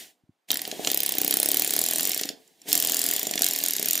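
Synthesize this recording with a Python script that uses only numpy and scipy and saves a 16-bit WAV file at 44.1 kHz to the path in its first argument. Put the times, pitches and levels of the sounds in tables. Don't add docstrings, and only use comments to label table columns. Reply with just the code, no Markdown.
import sys
import numpy as np
from scipy import signal
from scipy.fft import rfft, irfft, next_fast_len
from scipy.io import wavfile

SR = 44100
rng = np.random.default_rng(int(sys.argv[2]) if len(sys.argv) > 2 else 0)


def generate_wav(signal):
    frames = np.transpose(np.atleast_2d(signal))
    scaled = np.clip(frames, -1, 1) * 32767
    pcm = np.round(scaled).astype(np.int16)
    wavfile.write(sys.argv[1], SR, pcm)


N = 176400
HIT_SIZE = 2048
TIME = np.arange(N) / SR
HIT_TIME, HIT_HZ = np.arange(HIT_SIZE) / SR, np.fft.rfftfreq(HIT_SIZE, 1 / SR)

# frequency in Hz, relative level in dB.
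BACKGROUND_TONE = [(30, -41), (191, -5), (345, -18), (495, 1), (3070, -7), (14000, -21)]
HISS_TONE = [(500, -29), (1250, -19), (1800, -0.5), (2400, -1), (3300, 3.5), (5500, 2.5), (7400, 5),
             (8200, 2.5), (9500, 5), (11000, -1), (12000, 2.5), (14600, 4)]
RUSH_TONE = [(25, -19), (65, -21), (165, -1), (300, 7.5), (560, -1), (720, 4.5), (1100, -13), (3000, -47)]
THUMP_TONE = [(30, -30), (100, 5.5), (250, 5), (350, -4), (500, -34), (2000, -60)]
BUZZ_TONE = [(100, -34), (165, -2), (210, -12.5), (260, 4), (325, 2), (440, -11.5), (550, -12), (670, -6),
             (950, -13.5)]
THUD_TONE = [(30, -30.5), (110, -22.5), (170, -5.5), (280, -1), (430, 1), (560, -2), (720, 2.5),
             (1000, -24.5), (1600, -29), (5000, -44)]
KNOCK_TONE = [(200, -35), (1200, -18), (1800, -2), (2400, -5), (3100, 1), (4200, 3.5), (5400, -3),
              (7400, -0.5), (8200, -9.5), (10000, -12), (15000, -14)]
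RATTLE_TONE = [(70, 16), (700, -52)]
CRACK_TONE = [(200, -25), (900, -7), (1300, -13), (1800, -6.5), (3500, -0.5), (7000, 1), (11000, -5),
              (15000, 2.5)]
# frequency in Hz, gain in dB.
WALL_TONE = [(1000, -24.5), (3000, -14), (7000, -12.5), (12000, -18)]
ECHO_TONE = [(150, -8), (600, -4.5), (3000, -8.5), (15000, -15.5)]
STEREO_WIDTH = [(60, 2), (150, -6), (600, -10), (1200, -3.5), (3000, -9), (7000, -18), (14000, -13)]
LEFT_OVER_RIGHT = [(750, .5), (1200, -5), (3000, -3), (8000, 0)]
MIC_TONE = [(14950, 0), (15450, -8), (15900, -24), (16500, -42)]
# frequency in Hz, seconds to fade by 60 dB.
ECHO_FADE = [(150, 0.13), (600, 0.25), (3000, 0.25), (8000, 0.18), (15000, 0.11)]
# time in seconds, hiss level in dB, low rush level in dB.
AIR_LEVELS = [(0, -36, -53.5), (.1, -53.5, -68), (.16, -74, -79), (.25, -85, -80), (.472, -86, -90),
              (.488, -40.5, -59), (.51, -48, -43), (.63, -38, -50), (.78, -39.5, -47), (.88, -31, -38),
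              (.95, -36, -53), (1.3, -32.5, -49), (2.05, -31, -47), (2.2, -34, -55), (2.3, -39, -64),
              (2.35, -59, -57), (2.43, -58.5, -67), (2.57, -62.5, -71), (2.65, -54.5, -64),
              (2.69, -28, -39.5), (2.8, -31, -46.5), (3.15, -30.5, -45.5), (3.34, -36.5, -49),
              (3.44, -31.5, -42.5), (3.6, -32, -51), (3.81, -34, -57), (4, -31.5, -55)]
# start in seconds, relative level in dB.
SOFT_THUMPS = [(0.235, -53.5), (0.291, -41)]
EDGE_TICKS = [(2.476, -48), (2.616, -38.5)]
DULL_BUMPS = [(.504, -28), (.677, -28), (.726, -25), (.794, -22.5), (.872, -23), (2.163, -30.5),
              (2.212, -32.5), (2.251, -30), (2.301, -29.5), (2.657, -43.5), (3.23, -29.5), (3.269, -27),
              (3.31, -24.5), (3.355, -23.5), (3.409, -26), (3.796, -30)]
LONE_KNOCKS = [(.504, -10), (0.5077, -20), (0.5301, -19), (0.556, -19), (0.592, -22), (0.6515, -21),
               (0.714, -19), (0.847, -16), (0.8724, -9.5), (0.901, -15), (1.3245, -16), (1.9953, -16),
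               (2.193, -20.5), (2.2343, -15.5), (2.2897, -16), (2.717, -16), (2.7418, -20), (2.8851, -19.5),
               (3.3373, -17.5), (3.377, -15), (3.4325, -15)]
LONE_BLOWS = [(0.5149, -8.5), (0.5423, -15.5), (0.571, -16), (0.6169, -17.5), (0.676, -22.5), (.8725, -32)]
# time in seconds, strokes per second.
FIRST_BURST = [(0.916, 34.33), (1.102, 33.82), (1.157, 31.71), (1.295, 32.05), (1.526, 35.54),
               (1.62, 41.28), (1.681, 30.82), (1.828, 42.31), (1.998, 40.81), (2.078, 50.12),
               (2.132, 35.24), (2.255, 20.93)]
SECOND_BURST = [(2.729, 41.78), (3.117, 41.76), (3.22, 26.66), (3.356, 21.3), (3.387, 31.71),
                (3.453, 48.03), (3.554, 36.67), (3.685, 44.36), (3.744, 32.9), (3.836, 31.33),
                (3.873, 37.5), (3.924, 45.12), (3.999, 43.49)]
# time in seconds, relative level in dB.
TOOL_PRESS = [(.916, -45.5), (1.06, -50.5), (1.2, -44), (1.58, -44.5), (1.686, -50), (1.78, -42),
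              (1.85, -47.5), (2.09, -43), (2.138, -59), (2.255, -52.5), (2.729, -45), (3.13, -45.5),
              (3.2, -65), (3.42, -49), (3.53, -52), (3.63, -46), (3.75, -52.5), (3.82, -46), (4, -47.5)]
EDGE_FORCE = [(.915, -9.5), (1.12, -11.5), (1.152, -18), (1.184, -8.5), (1.57, -8), (1.676, -13),
              (1.79, -8), (1.86, -12.5), (2.09, -12.5), (2.211, -16), (2.254, -25), (2.728, -4.5),
              (2.76, -9), (2.85, -11.5), (3.16, -12), (3.229, -14.5), (3.269, -13.5), (3.356, -16.5),
              (3.392, -16.5), (3.42, -5.5), (3.49, -12.5), (3.588, -15), (3.613, -24), (3.637, -11),
              (3.684, -11.5), (3.795, -15), (3.909, -8.5), (4, -15.5)]
# pitch in Hz, relative level in dB, seconds to fade by 60 dB.
BLOCK_NOTES = [(162.5, -3.5, 0.42), (289.1, 3, 0.23), (446, 2.5, 0.59), (661, 2.5, 0.14)]
# time in seconds, depth from 0 (shallow) to 1 (deep).
CUT_DEPTH = [(.9, 0.03), (1.4, 0), (2, 0.82), (2.8, 0.75), (3.6, 1)]
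# shallow and deep pitch in Hz, width in Hz, shallow and deep gain in dB.
STEEL_NOTES = [(5560, 5600, 140, -6, 1.5), (5600, 6570, 240, -23, -4), (7050, 6200, 220, -19, -7.5),
               (7100, 7000, 135, -14, 1.5), (8320, 7000, 360, -3, 6), (8800, 8690, 260, -33, 2.5),
               (10000, 9740, 490, 5, 0), (12570, 11400, 860, 4.5, 2.5), (12200, 12330, 1550, -5, 1.5),
               (14100, 6700, 130, -2, 1), (14900, 14500, 395, 11, 3.5)]


def amp(db):
    return 10 ** (np.asarray(db) / 20)


def at_hz(table, hz):
    freqs, values = np.transpose(table)
    return np.interp(np.log(hz + 1), np.log(freqs + 1), values)


def at_time(table, times):
    t, *columns = np.transpose(table)
    return [np.interp(times, t, column) for column in columns]


def filtered(x, response):
    size = next_fast_len(N + SR // 2)
    return irfft(rfft(x, size) * response(np.fft.rfftfreq(size, 1 / SR)), size)[..., :N]


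def noise(tone):
    x = filtered(rng.standard_normal(N), lambda hz: amp(at_hz(tone, hz)))
    return x / x.std()


def hit_filter(tone):
    cepstrum = irfft(np.log(amp(at_hz(tone, HIT_HZ))))
    cepstrum[1:HIT_SIZE // 2] *= 2
    cepstrum[HIT_SIZE // 2 + 1:] = 0
    return np.exp(rfft(cepstrum))


def contacts(times, hold_s, decay_s, clean, rise_s=0.0007067, alike=0.45):
    grit = rng.standard_normal((len(times), HIT_SIZE))
    grit[1:] *= np.sqrt(1 - alike ** 2)
    grit = signal.lfilter([1], [1, -alike], grit, axis=0)
    rise = np.minimum(HIT_TIME / rise_s, 1) ** 2
    crunch = grit * rise * np.exp(-np.maximum(HIT_TIME - rise_s - hold_s, 0) / decay_s)
    push = clean * np.exp(-2j * np.pi * HIT_HZ * rise_s)
    return push + rfft(crunch / np.linalg.norm(crunch, axis=1, keepdims=True))


def play(times, level_db, spectra):
    waves = irfft(spectra)
    gain = amp(level_db) * np.sqrt(SR / 1000) / np.linalg.norm(waves, axis=1)
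    index = np.round(np.asarray(times) * SR).astype(int)[:, None] + np.arange(HIT_SIZE)
    return np.bincount(index.ravel(), (waves * gain[:, None]).ravel(), N)[:N]


def cycles(burst):
    t = np.arange(burst[0][0], burst[-1][0] + .002, 1 / SR)
    rate, = at_time(burst, t)
    return t, rate, np.cumsum(rate) / SR


def strokes(phase, lead_s=0.0006):
    rows = []
    for t, rate, done in map(cycles, (FIRST_BURST, SECOND_BURST)):
        i = np.searchsorted(done, np.arange(phase, done[-1]))
        rows.append([t[i] - lead_s, rate[i]])
    return np.hstack(rows)


def workshop(x, delay_s=0.0028):
    hz, t, spectra = signal.stft(rng.standard_normal(SR // 3), SR, nperseg=256)
    decay = amp(-60 * t / at_hz(ECHO_FADE, hz)[:, None])
    decay /= np.sqrt(np.sum(decay ** 2, axis=1, keepdims=True) * t[1] * SR)
    tail = signal.istft(spectra * decay * amp(at_hz(ECHO_TONE, hz))[:, None], SR, nperseg=256)[1]
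    echo = signal.fftconvolve(x, tail)[:N]
    wall = filtered(x, lambda hz: amp(at_hz(WALL_TONE, hz)))
    return filtered(echo + wall, lambda hz: np.exp(-2j * np.pi * hz * delay_s))


def stereo_scatter(x, count=8, decay_s=0.0017):
    paths = rng.standard_normal((count, HIT_SIZE)) * np.exp(-HIT_TIME / decay_s)
    sway = [(15, 0), (60, -40), (300, -120)]
    side = sum(noise(sway) * signal.fftconvolve(x, path)[:N] for path in paths) / np.linalg.norm(paths)
    side = filtered(side, lambda hz: amp(at_hz(STEREO_WIDTH, hz)))
    pair = np.array([x + side, x - side])
    return filtered(pair, lambda hz: amp(np.outer([.5, -.5], at_hz(LEFT_OVER_RIGHT, hz))))


def exhaust(open_db=-31, pivot_hz=3870):
    hiss_db, rush_db = at_time(AIR_LEVELS, TIME)
    hz, t, spectra = signal.stft(noise(HISS_TONE), SR, nperseg=256)
    db_per_octave = np.clip(0.63 * (at_time(AIR_LEVELS, t)[0] - open_db), -3, 0)
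    octaves = np.log2(np.maximum(hz, 500) / pivot_hz)[:, None]
    hiss = signal.istft(spectra * amp(octaves * db_per_octave), SR, nperseg=256)[1][:N]
    return hiss * amp(hiss_db) + noise(RUSH_TONE) * amp(rush_db)


def handling():
    times, db = np.transpose(EDGE_TICKS)
    tick = hit_filter(KNOCK_TONE) * steel(times)
    ticks = play(times, db, tick * contacts(times, hold_s=0.00069, decay_s=0.0018, clean=0.42))
    times, db = np.transpose(SOFT_THUMPS)
    thump = hit_filter(THUMP_TONE) * contacts(times, hold_s=0.0012, decay_s=0.0044, clean=3.2)
    return ticks + play(times, db, thump)


def barrel_buzz(gain_db=-1.2, fade_s=0.005):
    buzz = np.zeros(N)
    for t, rate, done in map(cycles, (FIRST_BURST, SECOND_BURST)):
        hum = sum(amp(at_hz(BUZZ_TONE, k * rate)) * np.sin(2 * np.pi * (k * done + rng.random()))
                  for k in range(1, 30))
        fade = np.minimum(np.minimum(t - t[0], t[-1] - t) / fade_s, 1)
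        buzz += np.interp(TIME, t, fade * hum / hum.std(), 0, 0)
    return buzz * amp(at_time(TOOL_PRESS, TIME)[0] + gain_db)


def block_ring(thuds, gain_db=-6):
    t = TIME[:SR // 2]
    notes = sum(amp(db - 60 * t / fade_s) * np.sin(2 * np.pi * hz * t) for hz, db, fade_s in BLOCK_NOTES)
    ring = signal.fftconvolve(thuds, notes)[:N]
    return amp(gain_db) * ring * thuds.std() / ring.std()


def stone_thuds(gain_db=14, usual_rate=40.7):
    times, rate = strokes(phase=0)
    db = at_time(TOOL_PRESS, times)[0] + gain_db - 0.425 * (rate - usual_rate)
    times, db = np.hstack([[times, db], np.transpose(DULL_BUMPS)])
    thud = hit_filter(THUD_TONE) * contacts(times, hold_s=0.00025, decay_s=0.0019, clean=1.57)
    thuds = play(times, db, thud)
    return thuds + block_ring(thuds)


def shank_ping(start_s=0.7145, level_db=-38, hz=3300, fade_s=0.22):
    age = np.maximum(TIME - start_s, 0)
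    return amp(level_db - 60 * age / fade_s) * np.sin(2 * np.pi * hz * age) * noise(RATTLE_TONE)


def piston_knocks(gain_db=-2):
    times, _ = strokes(phase=0.58)
    db = rng.normal(-22.5, 1.5, len(times))
    times, db = np.hstack([[times, db], np.transpose(LONE_KNOCKS)])
    ping = shank_ping()
    knock = hit_filter(KNOCK_TONE) * contacts(times, hold_s=0.00026, decay_s=0.0019, clean=0.59)
    return play(times, db + gain_db, knock) + ping


def steel(times, spread_db=1.45):
    depth = at_time(CUT_DEPTH, times)[0][:, None]
    response = 0
    for k, (shallow_hz, deep_hz, width, shallow_db, deep_db) in enumerate(STEEL_NOTES):
        hz = shallow_hz + (deep_hz - shallow_hz) * depth
        gain = amp(shallow_db + (deep_db - shallow_db) * depth + rng.normal(0, spread_db, depth.shape))
        damping = 1j * HIT_HZ * width
        response += (-1) ** k * gain * damping / (hz ** 2 - HIT_HZ ** 2 + damping)
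    return response


def chisel_blows(ring_db=-2.5, crack_db=-5):
    times, _ = strokes(phase=0)
    db, = at_time(EDGE_FORCE, times)
    times, db = np.hstack([[times, db], np.transpose(LONE_BLOWS)])
    ring = steel(times) * contacts(times, hold_s=0.0009, decay_s=0.001, clean=0.8)
    crack = hit_filter(CRACK_TONE) * contacts(times, hold_s=0.00034, decay_s=0.0014, clean=0.11)
    return play(times, db + ring_db, ring) + play(times, db + crack_db, crack)


def scene():
    hits = chisel_blows() + piston_knocks() + stone_thuds()
    mix = hits + workshop(hits) + barrel_buzz() + handling() + exhaust()
    return stereo_scatter(mix + amp(-83) * noise(BACKGROUND_TONE))


def record(dry, top_hz=16500):
    return filtered(dry, lambda hz: amp(at_hz(MIC_TONE, hz)) * (hz < top_hz))


dry = scene()
out = record(dry)
generate_wav(out)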